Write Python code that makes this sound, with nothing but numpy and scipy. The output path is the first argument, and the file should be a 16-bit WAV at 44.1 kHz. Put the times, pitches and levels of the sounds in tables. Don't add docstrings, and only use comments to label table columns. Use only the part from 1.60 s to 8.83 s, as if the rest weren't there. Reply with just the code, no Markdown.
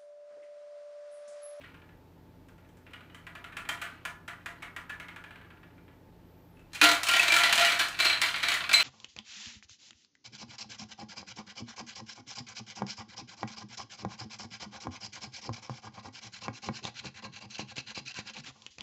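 import sys
import numpy as np
from scipy import signal
from scipy.fft import rfft, irfft
from scipy.io import wavfile
from scipy.ndimage import uniform_filter1d

SR = 44100
rng = np.random.default_rng(int(sys.argv[2]) if len(sys.argv) > 2 else 0)


def unload_audio(sound):
    columns = np.transpose(np.atleast_2d(sound))
    steps = np.round(np.clip(columns, -1, 1) * 32767)
    wavfile.write(sys.argv[1], SR, steps.astype(np.int16))


def voltage_ratio(decibels):
    exponent = np.asarray(decibels, float) / 20
    return 10 ** exponent


N = 318843

TRAY_HZ, TUBE_HZ, CHUTE_HZ, RAMP_HZ, RAIL_HZ = 305, 688, 1387, 1730, 1980
STEP_HZ, WALL_HZ, GATE_HZ, CUP_HZ, TIPPED_CUP_HZ = 2190, 2345, 3130, 4075, 4160
# pitch in Hz, width in Hz, level in dB.
TUBE_MODES = [(693.7, 8.9, -11.5), (840, 120, -10), (982, 58, -0.5)]
# pitch in Hz, width in Hz, level in dB.
UPPER_WALLS = [(1390, 340, -8), (2006, 51, 5), (2340, 44, 10), (2663, 100, 12.5), (3030, 42, 8.5),
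               (3400, 14, -31), (4080, 78, 4.5), (4120, 110, -36), (4520, 73, -29)]
# frequency in Hz, level in dB per Hz.
UPPER_BODY = [(600, -37.5), (1050, -7), (1400, -5), (2330, -8), (3490, -5.5), (4150, -7), (5200, -21.5),
              (6760, -47)]
# frequency in Hz, level in dB per Hz.
LOWER_CHUTE_BODY = [(600, -40.5), (1000, -1), (1400, -1), (1800, -1.5), (2400, -3), (3100, -9), (4300, -21),
                    (5200, -46), (6760, -37)]
# frequency in Hz, level in dB per Hz.
CRACK = [(3000, -40), (4800, -5), (6300, -0.5), (8000, -2.5), (10000, -7.5), (11500, -9), (13200, -17.5),
         (14800, -11.5), (16500, -8.5), (19000, -35)]
STAGE_SETTINGS = {"stirs": (0.062, -13, 0.0066), "drops": (0.047, -10, 0.0061),
                  "glances": (0.75, -10, 0.0086), "pour": (0.068, -8, 0.0067),
                  "rattle": (0.14, -11, 0.0052), "piles": (2.9, -11, 0.01)}


def evened(x):
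    return x / np.sqrt(np.mean(x ** 2) + 1e-20)


def read(points, hz):
    f, value = np.transpose(points)
    return np.interp(np.log(hz + 1), np.log(f + 1), value)


def add(mix, start_s, sound):
    part = mix[round(start_s * SR):][:len(sound)]
    part += sound[:len(part)]


def coloured(x, points):
    hz = abs(np.fft.fftfreq(2048, 1 / SR))
    log_gain = np.log(voltage_ratio(np.maximum(read(points, hz), -70)))
    taps = np.fft.ifft(np.exp(np.conj(signal.hilbert(log_gain)))).real[:1024]
    return signal.oaconvolve(x, taps / np.linalg.norm(taps))[:len(x)]


def ring(x, hz, width_hz):
    radius = np.exp(-np.pi * width_hz / SR)
    angle = 2 * np.pi * hz / SR
    poles = [1, -2 * radius * np.cos(angle), radius * radius]
    return np.sqrt(1 - radius) * np.sin(angle) * signal.lfilter([0, 1], poles, x)


def swells(rows, rise_db_per_s, fall_db_per_s):
    t = np.arange(N) / SR
    levels_db = []
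    for start_s, hold_s, db in rows:
        before_s = np.maximum(start_s - t, 0)
        after_s = np.maximum(t - start_s - hold_s, 0)
        levels_db.append(db - rise_db_per_s * before_s - fall_db_per_s * after_s)
    return np.max(levels_db, axis=0)


def hush():
    # frequency in Hz, level in dB per Hz.
    air_spectrum = [(20, -50), (36, -5.5), (90, -13), (140, -13.5), (175, -7), (205, -15), (260, -7),
                    (400, -14), (780, -21.5), (880, -19.5), (1100, -26), (4000, -37.5), (10200, -49.5),
                    (11800, -42), (16000, -44)]
    # pitch in Hz, wander in Hz, level in dB.
    hum_tones = [(36.4, 4.2, -86), (88.3, 1.67, -63.5), (119, 1.6, -67), (167.6, 3.82, -66),
                 (880, 4.4, -75)]
    hz = np.fft.rfftfreq(N, 1 / SR)
    air = evened(irfft(rfft(rng.standard_normal(N)) * voltage_ratio(read(air_spectrum, hz)), N))
    drifts = evened(uniform_filter1d(rng.standard_normal((len(hum_tones), N)), 6000, axis=1))
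    hum = np.zeros(N)
    for (tone_hz, wander_hz, db), drift in zip(hum_tones, drifts):
        phase = 2 * np.pi * np.cumsum(tone_hz + wander_hz * drift) / SR
        hum += voltage_ratio(db + 4.0) * np.sin(phase)
    return voltage_ratio(-58) * air + hum


def room(x):
    # frequency in Hz, t60 in seconds.
    decay = [(250, 0.35), (1000, 0.47), (2800, 0.26), (7000, 0.28), (15000, 0.28)]
    t, out = np.arange(N) / SR, np.zeros(N)
    for k in range(3):
        taps = rng.standard_normal(SR // 2) * (rng.random(SR // 2) < 0.15)
        hz, when_s, z = signal.stft(taps, SR, nperseg=128)
        fade = voltage_ratio(-60 * when_s / read(decay, hz)[:, None])
        tail = signal.istft(z * fade, SR, nperseg=128)[1]
        tail *= np.clip(np.arange(len(tail)) / SR / 0.0015 - 0.4, 0, 1)
        share = np.cos(2 * np.pi * (1.3 * t + k / 3)) * np.sqrt(2 / 3)
        out += signal.fftconvolve(x * share, tail / np.linalg.norm(tail))[:N]
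    return out


def squeak():
    # time in seconds, pitch in Hz.
    pitch_track = [(4.635, 11100), (4.69, 12400), (4.72, 12200), (4.755, 11750), (4.8, 12250),
                   (4.85, 11700), (4.885, 12500), (4.955, 10300), (5.0, 10100)]
    level_db, flutter_db, partial_ratio, partial_db = -78, 3.5, 1.25, -7
    s, hz = np.transpose(pitch_track)
    t, out = np.arange(s[0], s[-1], 1 / SR), np.zeros(N)
    phase = 2 * np.pi * np.cumsum(np.interp(t, s, hz)) / SR
    flutter = evened(uniform_filter1d(rng.standard_normal(len(t)), size=900))
    tone = np.sin(phase) + voltage_ratio(partial_db) * np.sin(partial_ratio * phase)
    add(out, s[0], voltage_ratio(level_db + flutter_db * flutter) * signal.windows.tukey(len(t), 0.3) * tone)
    return out


def tray_and_cup():
    # start in seconds, level in dB, pitch in Hz, t60 in seconds.
    thumps = [(1.924, -40, RAMP_HZ, 0.066), (2.09, -38, TRAY_HZ, 0.068), (2.092, -36, RAMP_HZ, .08),
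              (3.297, -35, RAMP_HZ, 0.066), (4.968, -61, 2610, .06), (4.993, -60, 2610, .1),
              (5.216, -23.5, TRAY_HZ, 0.16), (5.216, -37.5, 474, 0.15), (5.23, -35, TUBE_HZ, 0.36),
              (5.224, -22.5, CHUTE_HZ, 0.21), (5.499, -31.5, CHUTE_HZ, 0.28), (5.594, -16, 2590, 0.05),
              (5.6, -46, TUBE_HZ, 0.57), (5.7, -19.5, WALL_HZ, 0.16), (5.759, -23.5, CHUTE_HZ, 0.25),
              (5.78, -35, TUBE_HZ, 0.4), (5.803, -22.5, RAIL_HZ, 0.18), (5.84, -28, RAIL_HZ, 0.31),
              (5.849, -38, CHUTE_HZ, 0.18), (5.98, -29.5, TUBE_HZ, 0.21), (6.014, -25, CHUTE_HZ, 0.077),
              (6.056, -20.5, WALL_HZ, 0.056), (7.137, -9, STEP_HZ, 0.024)]
    # start in seconds, level in dB, pitch in Hz, t60 in seconds, overtone in dB.
    cup_rings = [
        (6.406, -24, CUP_HZ, 0.04, -35),
        (6.451, -26, TIPPED_CUP_HZ, 0.26, -20),
        (6.529, -32, CUP_HZ, 0.11, -28),
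        (7.142, -9, CUP_HZ, 0.025, -14),
        (7.154, -28, CUP_HZ, 0.1, -14),
    ]
    out, t = np.zeros(N), np.arange(SR // 2) / SR
    for start_s, db, hz, t60_s in thumps:
        onset = np.minimum(t * hz / 4.0, 1)
        add(out, start_s, voltage_ratio(db - 60 * t / t60_s) * np.sin(2 * np.pi * hz * t) * onset)
    for start_s, db, hz, t60_s, over_db in cup_rings:
        phase = 2 * np.pi * hz * (t - 0.134 * t ** 2)
        tone = np.sin(phase) + voltage_ratio(over_db) * np.sin(1.92 * phase)
        add(out, start_s, voltage_ratio(db + 2 - 60 * t / t60_s) * np.minimum(t / 0.00094, 1) * tone)
    return out


def jostle(body, level_db, hollow_db, crack_db, bumps_per_s):
    size_db = 6 * np.minimum(rng.exponential(1, N), 2.5)
    hits = (rng.random(N) < bumps_per_s / SR) * rng.choice([-1, 1], N)
    bumps = evened(voltage_ratio(size_db) * hits) * voltage_ratio(level_db)
    which = rng.integers(0, len(UPPER_WALLS), N)
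    bump_rms = np.sqrt(np.mean(bumps ** 2))
    walls, hollow = np.zeros(N), np.zeros(N)
    for k, (hz, width_hz, db) in enumerate(UPPER_WALLS):
        walls += voltage_ratio(db) * ring(bumps * (which == k), hz, 4.8 * width_hz)
    for hz, width_hz, db in TUBE_MODES:
        hollow += voltage_ratio(db) * ring(bumps * voltage_ratio(hollow_db), hz, width_hz)
    dull = 0.7 * coloured(bumps, body)
    crack = coloured(bumps * voltage_ratio(crack_db), CRACK)
    return bump_rms * 0.94 * evened(walls) + dull + hollow + crack


def rolling():
    # start in seconds, hold in seconds, level in dB.
    surges = [
        (5.25, 0.037, -29),
        (5.5, 0.1, -23.5),
        (5.75, 0.014, -19),
        (6.0, 0.043, -19.5),
        (6.42, 0.039, -26.5),
        (6.65, 0.018, -26.5),
        (6.9, 0.038, -28.5),
        (7.2, 0.028, -25.5),
    ]
    # start in seconds, hold in seconds, level in dB.
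    glides = [
        (0.0, 0.039, -33),
        (1.35, 0.27, -45),
        (2.26, 0.014, -28.5),
        (2.82, 0.21, -41),
        (3.72, 0.041, -54),
    ]
    crowd_db = swells(surges, rise_db_per_s=261, fall_db_per_s=81) - 11.5
    lone_db = swells(glides, rise_db_per_s=150, fall_db_per_s=93) - 31.5
    crowd = jostle(UPPER_BODY, crowd_db, hollow_db=-14, crack_db=-11, bumps_per_s=440)
    return crowd + jostle(LOWER_CHUTE_BODY, lone_db, hollow_db=-26, crack_db=-17, bumps_per_s=1300)


def buzz(t, rise):
    spectrum = rfft(rng.standard_normal(len(t)) * np.exp(-t) * (1 - np.exp(-t / rise)))
    return irfft(spectrum / abs(spectrum), len(t)) * np.exp(-0.4 * t)


def struck(x, modes, widen):
    out = np.zeros(len(x))
    for hz, width_hz, db in modes:
        share, detune = rng.standard_normal(2)
        out += voltage_ratio(db + 4 * share) * ring(x, hz * (1 + 0.012 * detune), width_hz * widen)
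    return out


def knock(body, modes, rise, db, hz, hollow_db, crack_db, chatter_s):
    t = np.arange(4096) / SR / np.clip(chatter_s, 0.001, 0.04)
    blows = buzz(t, rise)
    walls = 0.59 * evened(struck(blows, modes, 0.82))
    piece = 0.56 * evened(ring(blows, hz, 69))
    dull = 1.14 * evened(coloured(blows, body))
    hollow = evened(struck(blows, TUBE_MODES, 1.84))
    crack = evened(coloured(blows * np.exp(-0.6 * t), CRACK))
    layers = evened(walls + piece + dull) + voltage_ratio(hollow_db - 4.0) * hollow + voltage_ratio(crack_db) * crack
    return voltage_ratio(db - 21.5) * np.sqrt(chatter_s / 0.0072) * layers


def knocks(body, modes, stage, rows):
    out = np.zeros(N)
    rise, hollow_db, chatter_s = STAGE_SETTINGS[stage]
    for start_s, db, hz, crack_db in rows:
        add(out, start_s, knock(body, modes, rise, db, hz, hollow_db, crack_db, chatter_s))
    return out


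def cracked(rows):
    return [(start_s, db, hz, -12.5 + 0.62 * (db + 20)) for start_s, db, hz in rows]


def lone_marble():
    # pitch in Hz, width in Hz, level in dB.
    lower_walls = [(990, 21, -10), (1114, 14, 2), (1278, 30, 12), (1365, 16, 4), (1452, 23, 13),
                   (1590, 25, -7), (1730, 37, 15.5), (1956, 16, 13), (2177, 30, 4), (2410, 40, 3),
                   (2620, 49, 6.5), (2970, 20, 6), (3300, 26, -21), (4080, 49, -31)]
    # start in seconds, peak in dB, ring of the struck piece in Hz, crack in dB.
    stirs = [(0.0116, -48, 1680, -18), (0.0366, -40.5, 1910, -28), (0.059, -54, 2000, -26),
             (0.1426, -43, 1750, -24), (0.218, -47, 1730, -29), (0.2887, -48.5, 1730, -26),
             (0.8843, -49.5, 1600, -10), (0.98, -52, 1410, -16.5), (1.047, -54, 1770, -20),
             (1.089, -59, 3100, -5), (1.1698, -53.5, 1730, -7), (1.265, -43, 2620, -24),
             (1.3077, -51, 1400, -16), (1.3335, -34, 2900, -20.5), (1.4064, -42.5, 1600, -23),
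             (1.498, -45.5, 2950, -24), (1.5455, -37.5, 3020, -13.5), (4.9702, -55, 2570, -19),
             (4.993, -52, 2550, -12)]
    # start in seconds, peak in dB, ring in Hz.
    drops = [(1.6669, -32.5, RAIL_HZ), (1.7514, -32, RAMP_HZ), (1.8417, -31.5, CHUTE_HZ),
             (1.9679, -24.5, 2560), (2.0512, -36, CHUTE_HZ), (2.089, -19, GATE_HZ), (2.175, -36, CHUTE_HZ),
             (2.4513, -22.5, RAMP_HZ), (2.8594, -25.5, RAIL_HZ), (3.1632, -27, RAIL_HZ),
             (3.235, -46, CHUTE_HZ), (3.3987, -29.5, STEP_HZ), (3.4835, -32.5, STEP_HZ),
             (3.5607, -32.5, RAMP_HZ), (3.6391, -34.5, RAMP_HZ), (3.707, -37, RAMP_HZ),
             (3.7577, -38.5, 1630), (3.813, -41, RAMP_HZ), (3.8462, -47, 1670), (3.9037, -41.5, RAMP_HZ),
             (3.9713, -49.5, 1600), (4.0307, -43.5, RAMP_HZ), (4.103, -52, 1600), (4.1789, -49.5, WALL_HZ),
             (4.2798, -48.5, RAMP_HZ), (4.329, -59, WALL_HZ)]
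    # start in seconds, peak in dB, ring in Hz.
    glances = [
        (1.9204, -37, RAMP_HZ),
        (2.2147, -23.5, 1560),
        (2.678, -27.5, RAIL_HZ),
        (3.022, -29, STEP_HZ),
        (3.2941, -29.5, RAMP_HZ),
    ]
    out = knocks(LOWER_CHUTE_BODY, lower_walls, "stirs", stirs)
    out += knocks(LOWER_CHUTE_BODY, lower_walls, "drops", cracked(drops))
    return out + knocks(LOWER_CHUTE_BODY, lower_walls, "glances", cracked(glances))


def handful():
    # start in seconds, peak in dB, ring in Hz, crack in dB.
    pour = [(5.132, -34.5, 4070, -7), (5.2133, -5.5, 2520, -13), (5.239, -7, 2770, -8),
            (5.2544, -11.5, 1420, -18), (5.2883, -10.5, 2360, -10.5), (5.314, -14, 1430, -7.5),
            (5.4321, -20, 1420, -3), (5.4676, -22.5, 2480, -4.5), (5.4859, -13, 2850, -7),
            (5.5116, -19.5, 2400, -6.5), (5.5353, -13.5, 3030, -13), (5.5649, -18, 1390, -6),
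            (5.5942, -15.5, 2570, -8.5), (5.6297, -14, 2430, -11), (5.6805, -12, 2480, -10.5),
            (5.7209, -9.5, 2450, -11), (5.7395, -13, 1840, -9.5), (5.7632, -11.5, 2340, -8.5),
            (5.7832, -17.5, 2340, -8.5), (5.8344, -9.5, 3030, -12.5), (5.86, -21.5, 1980, -8),
            (5.894, -16, 2100, -15), (5.9256, -9.5, 2880, -9.5), (5.9546, -27, 1390, 3),
            (5.9773, -12, 3030, -11), (6.1206, -15, 2340, -12), (6.149, -26, 1900, -24)]
    # start in seconds, peak in dB, ring in Hz, crack in dB.
    rattle = [(6.2158, -19, 1850, -12), (6.2467, -24.5, 1940, -15), (6.2839, -29, 1350, -3),
              (6.349, -32, 1980, -26), (6.3891, -18, 1880, -12.5), (6.4003, -10.5, 2340, -13),
              (6.419, -24.5, 2340, -6), (6.4977, -14.5, 2340, -15.5), (6.5282, -15.5, 3900, -34),
              (6.6155, -11.5, 2170, -8.5), (6.6342, -14.5, 2110, -19), (6.6575, -25, 2160, -15),
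              (6.6864, -31, 1660, -16), (6.7413, -17.5, 2160, -28), (6.7611, -21, 2180, -13.5),
              (6.8842, -13, 2340, -11), (6.918, -16.5, 2340, -16), (6.9392, -18.5, 2020, -8),
              (7.006, -21.5, 1830, -30), (7.0392, -22.5, 2500, -30), (7.0919, -17, 1690, -14.5),
              (7.1131, -15.5, 2340, -18), (7.1762, -29, 4030, -17), (7.2002, -19.5, 2380, -8.5)]
    # start in seconds, peak in dB, ring in Hz, crack in dB.
    piles = [
        (5.146, -29, 2480, -7),
        (5.2246, -9.5, 2350, -12.5),
        (6.0076, -13.5, 1425, -13),
        (6.0522, -15.5, 2350, -11),
        (6.0944, -21.5, 1790, -10),
        (6.19, -12.5, 1720, -11.5),
        (6.4469, -11, 4080, -13.5),
        (6.8278, -14, 2340, -16),
        (7.129, -12.5, 4080, -6.5),
    ]
    out = knocks(UPPER_BODY, UPPER_WALLS, "pour", pour)
    out += knocks(UPPER_BODY, UPPER_WALLS, "rattle", rattle)
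    return out + knocks(UPPER_BODY, UPPER_WALLS, "piles", piles)


def scene():
    blows = rolling() + lone_marble() + handful()
    high_pass = signal.butter(7, 608, "high", fs=SR, output="sos")
    base_hz, base_width_hz, base_db = 344, 204, -64
    base = evened(ring(ring(blows, base_hz, base_width_hz), base_hz, base_width_hz))
    track = signal.sosfilt(high_pass, blows) + voltage_ratio(base_db) * base + tray_and_cup()
    return (track + voltage_ratio(2.5) * room(track) + squeak() + hush())[None]


def roll_off(x):
    return signal.sosfilt(signal.butter(12, 16800, fs=SR, output="sos"), x)


def record(dry):
    edge_hz, spill_db = 15550, -36
    low_pass = signal.firwin(401, edge_hz, window=("kaiser", 8), fs=SR)
    kept = signal.oaconvolve(dry, low_pass[None], "same")
    return roll_off(kept + voltage_ratio(spill_db) * (dry - kept))


dry = scene()
out = record(dry)
unload_audio(out)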